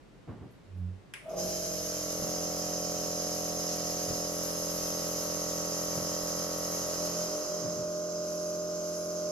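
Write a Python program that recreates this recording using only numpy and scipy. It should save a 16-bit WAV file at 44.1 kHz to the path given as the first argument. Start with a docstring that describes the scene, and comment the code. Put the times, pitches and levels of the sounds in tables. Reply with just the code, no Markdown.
"""A small piston nebulizer on a table in a quiet room. Soft bumps boom the table's low modes, fingers brush
the plastic and something rubs out a low groan. The switch snaps, then the pump's piston orders hum at about
43 strokes a second while filtered noise makes the air jet hiss in the hand-held medicine cup. More bumps follow.
Later the listening point dissolves to a place further from the table: the hum changes colour, the jet and the
bass recede, and thin bands of noise whistle over the rim of the mask."""
import sys
import numpy as np
from scipy import signal
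from scipy.fft import rfft, irfft
from scipy.io import wavfile
from scipy.ndimage import uniform_filter1d, map_coordinates

SR = 44100
rng = np.random.default_rng(int(sys.argv[2]) if len(sys.argv) > 2 else 0)


def waveform_to_disk(signal):
    """Save audio, clipped to [-1, 1], as 16-bit WAV at the path in sys.argv[1]."""
    frames = np.transpose(np.atleast_2d(signal))
    scaled = np.clip(frames, -1, 1) * 32767
    samples = np.round(scaled).astype(np.int16)
    wavfile.write(sys.argv[1], SR, samples)


N = 410571
T = np.arange(N) / SR

MOTOR_ON_S = 1.24

# outline of the nozzle's high sizzle, also of brushed plastic: (frequency [Hz], level [dB])
NOZZLE_OUTLINE = [(9000, -9.5), (10000, -8), (10600, 3), (11200, 7), (11700, 3.5), (12500, 3.5),
                  (13000, -3), (14000, -10.5), (15200, -9)]
# outline of the cooling air through the vents, also of the rumble on the feet: (frequency [Hz], level [dB])
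VENT_OUTLINE = [(20, -34), (40, -11), (70, -20), (150, -1.5), (350, -6), (620, 5.5), (850, -10.5),
                (1300, -10.5), (1700, -28), (2500, -21.5), (5000, -34)]


def undb(db):
    """Decibels to gain."""
    return 10 ** (np.asarray(db) / 20)


def curve(rows, axis=1):
    """One column of a table, joined by straight lines in time."""
    rows = np.array(rows)
    return np.interp(T, rows[:, 0], rows[:, axis])


def unit(x):
    """Scale to rms 1."""
    return x / np.sqrt(np.mean(x ** 2))


def colour(x, points):
    """Filter by a (frequency [Hz], level [dB]) outline, straight over log frequency, and scale to rms 1."""
    hz, db = np.transpose(points)
    f = np.maximum(np.fft.rfftfreq(2 ** 19, 1 / SR), 1)
    gain = undb(np.interp(np.log(f), np.log(hz), db))
    spectrum = rfft(x, 2 * (len(f) - 1))
    return unit(irfft(spectrum * gain)[..., :N])


def noise(points, side):
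    """Coloured stereo noise; side weighs the part that is opposite in the two ears."""
    mid, other = rng.standard_normal((2, N))
    return colour(np.array([mid + side * other, mid - side * other]), points)


def walk(rate):
    """Random wander with a spread near 1, taking rate new values a second."""
    steps = rng.standard_normal(2048)
    return np.interp(T * rate, np.arange(len(steps)), steps)


def pan(db):
    """Gains for a left-minus-right level."""
    return undb(np.array([[db], [-db]]) / 2)


def fall(start, t60):
    """A decay that begins at start and loses 60 dB in t60 seconds."""
    return (T >= start) * undb(-60 * np.maximum(T - start, 0) / t60)


def ramp(start, length):
    """A straight rise from 0 to 1."""
    return np.clip((T - start) / length, 0, 1)


def swell(peak, rise, decay):
    """A smooth bell with its own time for each flank."""
    return np.exp(-((T - peak) / np.where(T < peak, rise, decay)) ** 2)


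def note(full, attack, hold, t60):
    """Attack up to the time full, hold, then an exponential release."""
    release = np.exp(-np.log(1000) * np.maximum(T - full - hold, 0) / t60)
    return ramp(full - attack, attack) * release


def settle(time_constant):
    """An approach from 0 to 1 that begins when the motor starts."""
    return 1 - np.exp(-np.maximum(T - MOTOR_ON_S, 0) / time_constant)


def thin(x, hz):
    """Take the bass away."""
    return signal.sosfilt(signal.butter(2, hz, "high", fs=SR, output="sos"), x)


def shelf(x, hz, db):
    """Raise or lower everything above hz by db."""
    high = signal.sosfiltfilt(signal.butter(4, hz, "high", fs=SR, output="sos"), x)
    return x + (undb(db) - 1) * high


def reflections(x, t60):
    """Dense wall echoes, different at each ear, from a decaying noise tail."""
    t = T[:SR // 2]
    tail = rng.standard_normal((2, len(t))) * np.exp(-np.log(1000) * t / t60) * (t > .003)
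    tail = tail / np.sqrt(np.sum(tail ** 2) / 2)
    return signal.fftconvolve(x[None], tail, axes=1)[:, :N]


def strokes(turns, orders, scatter, flutter_db, spread):
    """One causal knock of the piston per turn, as a stack of orders; the room smears the higher ones between the ears."""
    k, db = np.transpose(orders)
    # the minimum phase that belongs to the order levels packs each knock's energy at its start
    size = 256
    cepstrum = irfft(np.log(undb(np.interp(np.arange(size // 2 + 1), k, db))))
    lag = rfft(2 * cepstrum[:size // 2], size).imag
    out = np.zeros((2, N))
    for order, gain in zip(k.astype(int), undb(db)):
        smear, apart = rng.standard_normal(2)
        angle = (2 * np.pi * (order * turns % 1) + lag[order] + scatter * smear).astype(np.float32)
        width = np.float32(min(spread * order, 1) * np.sign(apart) / 2)
        flutter = 1 + (undb(flutter_db) - 1) * walk(25)
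        out += gain * flutter * np.array([np.sin(angle + width), np.sin(angle - width)])
    return unit(out)


def compressor(pressure, far):
    """Piston orders slow and change colour as the pump takes up its load; the strokes come slightly unevenly."""
    # what the housing radiates running free: (multiple of the stroke rate, level [dB])
    free_orders = [(1, -19.5), (2, -16.5), (3, -20), (4, -6), (5, -18), (6, -28.5), (7, -14.5), (8, -10),
                   (9, -10), (10, -24), (11, -6), (12, -39), (13, -5), (14, -2), (15, -5.5), (16, -28),
                   (17, -38), (18, -15), (19, -29)]
    # what it radiates under pressure: (multiple of the stroke rate, level [dB])
    loaded_orders = [(1, -15.5), (2, -8.5), (3, -13), (4, 2), (5, -4.5), (6, -15), (7, 1.5), (8, -14.5),
                     (9, -9), (10, -0.5), (11, -5), (12, 1.5), (13, 2), (14, 4.5), (15, -5), (16, -10),
                     (17, -7.5), (18, -7), (19, -26), (20, -13), (21, -33.5), (22, -9.5), (23, -41),
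                     (24, -15), (25, -17), (26, -5), (27, -20.5), (28, -15.5), (29, -11), (30, -8.5),
                     (31, -11), (32, -23.5), (33, -17), (34, -18.5), (35, -43.5), (36, -18.5), (37, -44),
                     (38, -31), (39, -62), (40, -37), (41, -70), (42, -42), (43, -18.5), (44, -34),
                     (45, -16), (46, -28.5), (47, -26), (48, -23)]
    # what arrives further off: (multiple of the stroke rate, level [dB])
    far_orders = [(1, -37), (2, -27), (3, -33), (4, -12), (5, -22), (6, -34), (7, -15), (8, -15), (9, -13),
                  (10, -20), (11, -16), (12, -22), (13, -18), (14, 0), (15, -22), (16, -23), (17, -34),
                  (18, -37), (19, -41), (20, -33), (21, -37), (22, -34), (23, -42), (24, -28), (25, -25),
                  (26, -34), (27, -30), (28, -25), (29, -25), (30, -39), (31, -32), (32, -35), (33, -27),
                  (34, -40), (35, -32), (36, -38), (37, -37)]
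    loaded_speed_hz, sag_hz, sag_time_s, far_speed_hz = 42.82, 2.25, .55, 43.27
    free_db, loaded_db, far_db = -35, -37, -35

    # the speed sags as back pressure builds in the hose
    speed = loaded_speed_hz + sag_hz * (1 - settle(sag_time_s))
    turns = np.cumsum(speed) / SR + .0013 * walk(40)
    load = ramp(1.38, .9)
    running = ramp(MOTOR_ON_S, .16) ** 2 * undb(free_db + (loaded_db - free_db) * pressure)
    free = strokes(turns, free_orders, scatter=0.97, flutter_db=2.0, spread=0.1)
    loaded = strokes(turns, loaded_orders, scatter=.15, flutter_db=.5, spread=.055)
    # the loaded hum slowly grows buzzier
    buzz_db = -4 + 4.5 * ramp(3.6, 2.5)
    loaded = shelf(loaded, hz=696, db=buzz_db)
    # the valve sings on one order of the stroke for a while as the pressure builds
    singing = undb(-47) * note(full=2.33, attack=.25, hold=1.9, t60=1.4)
    valve = np.sqrt(2) * singing * np.cos(2 * np.pi * 17 * turns)
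    vents = noise(VENT_OUTLINE, side=0.67) * undb(-13.0)
    hum = (1 - load) * free + load * loaded
    near = running * (hum + vents) * pan(db=-2.0) + valve

    # further off, the bass that the table top radiates is lost
    thin_vents = thin(vents, hz=150) * undb(-3.0)
    far_turns = far_speed_hz * T + .0015 * walk(40)
    distant = strokes(far_turns, far_orders, scatter=.8, flutter_db=.6, spread=.04) + thin_vents
    distant = distant * undb(far_db) * pan(db=-1.5)
    return np.sqrt(1 - far) * near + np.sqrt(far) * distant


def spin_up(ring_hz):
    """The starting motor shakes the housing at its main resonance, in throbs, and rumbles on its feet."""
    peak_s, throb_hz, throb_depth = 1.288, 39.5, .55
    throb = 1 + throb_depth * np.cos(2 * np.pi * throb_hz * (T - peak_s))
    shake = undb(-40) * note(peak_s, attack=0.042, hold=.028, t60=0.49) * throb
    ring = np.sqrt(2) * np.sin(2 * np.pi * ring_hz * T + 0.35 * walk(40.5))
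    rumble = noise(VENT_OUTLINE, side=.4) * undb(-43.0) * swell(1.364, rise=0.097, decay=0.17)
    return ring * shake + rumble


def spray(points, lag_ms, echo, room_db):
    """Jet noise heard directly and off the walls; the table's echo combs it, and the comb slides with the hand."""
    # detour of the echo off the table as the hand moves the mask: (time [s], delay [ms])
    echo_detour = [(1.8, 1.3), (3.1, 1.7), (4.5, 1.7), (5.3, 2.2), (6.8, 2.15), (8.1, 1.5), (9.3, 1.9)]
    flicker_db = 1.16 * walk(60) + 0.49 * walk(6.5)
    jet = colour(rng.standard_normal(N), points) * undb(flicker_db)
    path_ms = curve(echo_detour) + 0.0032 * walk(2.1)
    jet = jet + echo * map_coordinates(jet, [np.arange(N) - path_ms * SR / 1000], order=3)
    # the right ear hears the jet slightly later
    direct = np.array([jet, np.roll(jet, round(lag_ms * SR / 1000))])
    return unit(direct + undb(room_db) * reflections(jet, t60=0.25))


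def nebulizer(pressure, far):
    """Jet noise rings the cup's cavities; its highest sizzle beams to the left."""
    # the jet through the cup's cavities: (frequency [Hz], level [dB])
    cup_outline = [(1500, -19.5), (2400, -25), (3000, -16.5), (3450, -25.5), (4250, -13.5), (4700, -17.5),
                   (5030, -2.5), (5300, -2.5), (5650, -9), (6300, 1.5), (6700, -6.5), (7300, -8.5),
                   (8000, -28), (9200, -22.5), (10500, -34.5)]
    # turns of the mask that swing the nozzle towards the listener: (time [s], half length [s], sizzle boost [dB])
    mask_turns = [(4.95, 0.45, 2), (8.42, 0.2, 4), (9.02, 0.26, 5)]
    leak_db, jet_db, pressure_db = -56, -39, 1.0
    far_jet_db, far_top_db = -10, 4.5
    sizzle_db, far_sizzle_db = -11.5, -4  # relative to the cup

    cup = spray(cup_outline, lag_ms=.045, echo=0.034, room_db=2) * pan(db=-3.0)
    nozzle = spray(NOZZLE_OUTLINE, lag_ms=.045, echo=.42, room_db=6.5) * pan(db=14.5)
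    # a first leak, then the full stream
    flow = undb(leak_db) * ramp(1.288, 0.01) + undb(jet_db) * ramp(1.36, 0.039)
    # the near jet fades late in the dissolve; mainly the cup's ring remains
    gone = ramp(7.23, .65)
    cup = shelf(cup, hz=4100, db=far_top_db * gone)
    level_db = pressure_db * pressure + far_jet_db * gone
    turned_db = sum(db * swell(s, half, half) for s, half, db in mask_turns)
    nozzle_db = sizzle_db + far_sizzle_db * far + turned_db
    return flow * undb(level_db) * (cup + undb(nozzle_db) * nozzle)


def whistles():
    """Air over the rim of the mask: narrow wavering bands of noise, beamed to the left."""
    # brief whistles: (time [s], half length [s], frequency [Hz], level [dB])
    rim_whistles = [(8.38, .07, 10850, -62), (8.48, .05, 10480, -62), (8.985, 0.073, 10300, -59)]
    width_hz = 160  # new random values a second; faster wander widens the band
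    out = 0
    for s, half, hz, db in rim_whistles:
        angle = 2 * np.pi * hz * T
        band = walk(width_hz) * np.sin(angle) + walk(width_hz) * np.cos(angle)
        out = out + undb(db) * swell(s, half, half) * band
    return (out + reflections(out, t60=.28)) * pan(db=12)


def switch():
    """A sharp plastic snap of noise rings the cap's damped modes and dies away in the room."""
    # outline of the snap: (frequency [Hz], level [dB])
    snap_outline = [(200, -22), (1000, -6.5), (1650, 1), (2200, 9), (2950, 3), (4200, -10), (5400, -4),
                    (6600, -10), (8500, -3), (10600, -1), (13000, -18), (15000, -24)]
    # ring of the switch cap: (frequency [Hz], level [dB], t60 [s])
    cap_modes = [(1630, -44, 0.082), (2080, -57, 0.25), (2390, -54, 0.18), (2760, -52, 0.13),
                 (2900, -52, 0.1), (5300, -52, .04)]
    click_s = 1.1375
    snap = noise(snap_outline, side=0.73) * undb(-36.0) * fall(click_s, t60=0.034)
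    ring = sum(undb(db) * fall(click_s, t60) * np.sin(2 * np.pi * hz * (T - click_s))
               for hz, db, t60 in cap_modes)
    # the room's answer is duller by 2.7 dB an octave
    duller = [(hz, db - 2.7 * np.log2(hz)) for hz, db in snap_outline]
    room_tail = noise(duller, side=0.93) * undb(-44.5) * fall(click_s, t60=0.5)
    return snap + ring + room_tail


def groan():
    """Something rubs over the table: a low tone droops as it presses harder, and its overtones grow."""
    force = swell(0.849, rise=0.11, decay=.1)
    rub_hz = 96 - 5.9 * force + 0.88 * walk(25)
    angle = 2 * np.pi * np.cumsum(rub_hz) / SR
    overtones = undb(-8.5) * np.sin(2 * angle) + undb(-28) * np.sin(3 * angle)
    tone = np.sin(angle) + force * overtones
    return np.sqrt(2) * undb(-35) * force * tone * pan(db=-5.0)


def bumps():
    """Soft blows set the table's dense low modes booming, as decaying noise in two bands."""
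    # bumps against the table: (time [s], level [dB], t60 [s], treble relative to the body [dB])
    table_bumps = [(0.276, -43, 0.42, 7), (0.291, -47.5, 0.73, 2), (.412, -45, 0.34, -3),
                   (.44, -56, 0.26, -6), (2.195, -41, 0.27, 4), (2.222, -42.5, 0.3, 4), (4.08, -45, .3, 9),
                   (4.105, -44.5, 0.25, 8), (5.95, -41, .3, 1), (5.973, -45.5, 0.41, 11),
                   (7.625, -39, 0.25, -3), (7.65, -41, 0.25, 7), (7.765, -42, 0.3, 3),
                   (7.795, -44, 0.37, -8)]
    # outline of the table's modes: (frequency [Hz], level [dB])
    table_outline = [(30, -20), (60, -2), (120, 7.5), (180, 1), (250, -1.5), (450, -11.5), (600, -16.5),
                     (1100, -21.5), (1700, -30), (3000, -42), (8000, -65)]
    boom = noise(table_outline, side=0.3)
    low = signal.sosfilt(signal.butter(2, 500, fs=SR, output="sos"), boom)
    high = thin(boom, hz=500)
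    body = sum(undb(db) * fall(s, t60) for s, db, t60, _ in table_bumps)
    edge = sum(undb(db + treble_db) * fall(s, 1.1 * t60) for s, db, t60, treble_db in table_bumps)
    # a padded contact takes a few milliseconds to build
    body, edge = uniform_filter1d(np.array([body, edge]), size=120, axis=1)
    # opposite signs let the two bands join smoothly at the crossover
    return (low * body - high * edge) * pan(db=-1.0)


def touches():
    """Fingers brush the thin mask and the casing: faint decaying puffs of high noise."""
    # brushes on the plastic: (time [s], level [dB])
    finger_touches = [(.51, -71), (.77, -74)]
    return noise(NOZZLE_OUTLINE, side=.8) * sum(undb(db) * fall(s, t60=.25) for s, db in finger_touches)


def scene():
    """All sources over the quiet room; further from the table its bumps and the room's rumble lose their bass."""
    # outline of the room's noise: (frequency [Hz], level [dB])
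    room_outline = [(20, -19), (45, 6.5), (80, -8), (125, 4), (200, 1), (450, -3), (800, -12),
                    (2000, -17.5), (4000, -24), (8000, -31), (15000, -45)]
    # the listening point moves away between these moments: (start [s], end [s])
    dissolve_s = (6.73, 7.88)
    far = np.interp(T, dissolve_s, (0, 1))
    pressure = settle(.93)
    around = noise(room_outline, side=0.78) * undb(-55.5) + bumps()
    around = (1 - far) * around + far * thin(around, hz=115)
    machine = compressor(pressure, far) + spin_up(ring_hz=642) + nebulizer(pressure, far)
    return machine + whistles() + groan() + touches() + switch() + around


def record(dry):
    """A steep low-pass cuts the top above 15150 Hz."""
    return signal.sosfilt(signal.ellip(10, .2, 80, 15150, fs=SR, output="sos"), dry)


dry = scene()
out = record(dry)
waveform_to_disk(out)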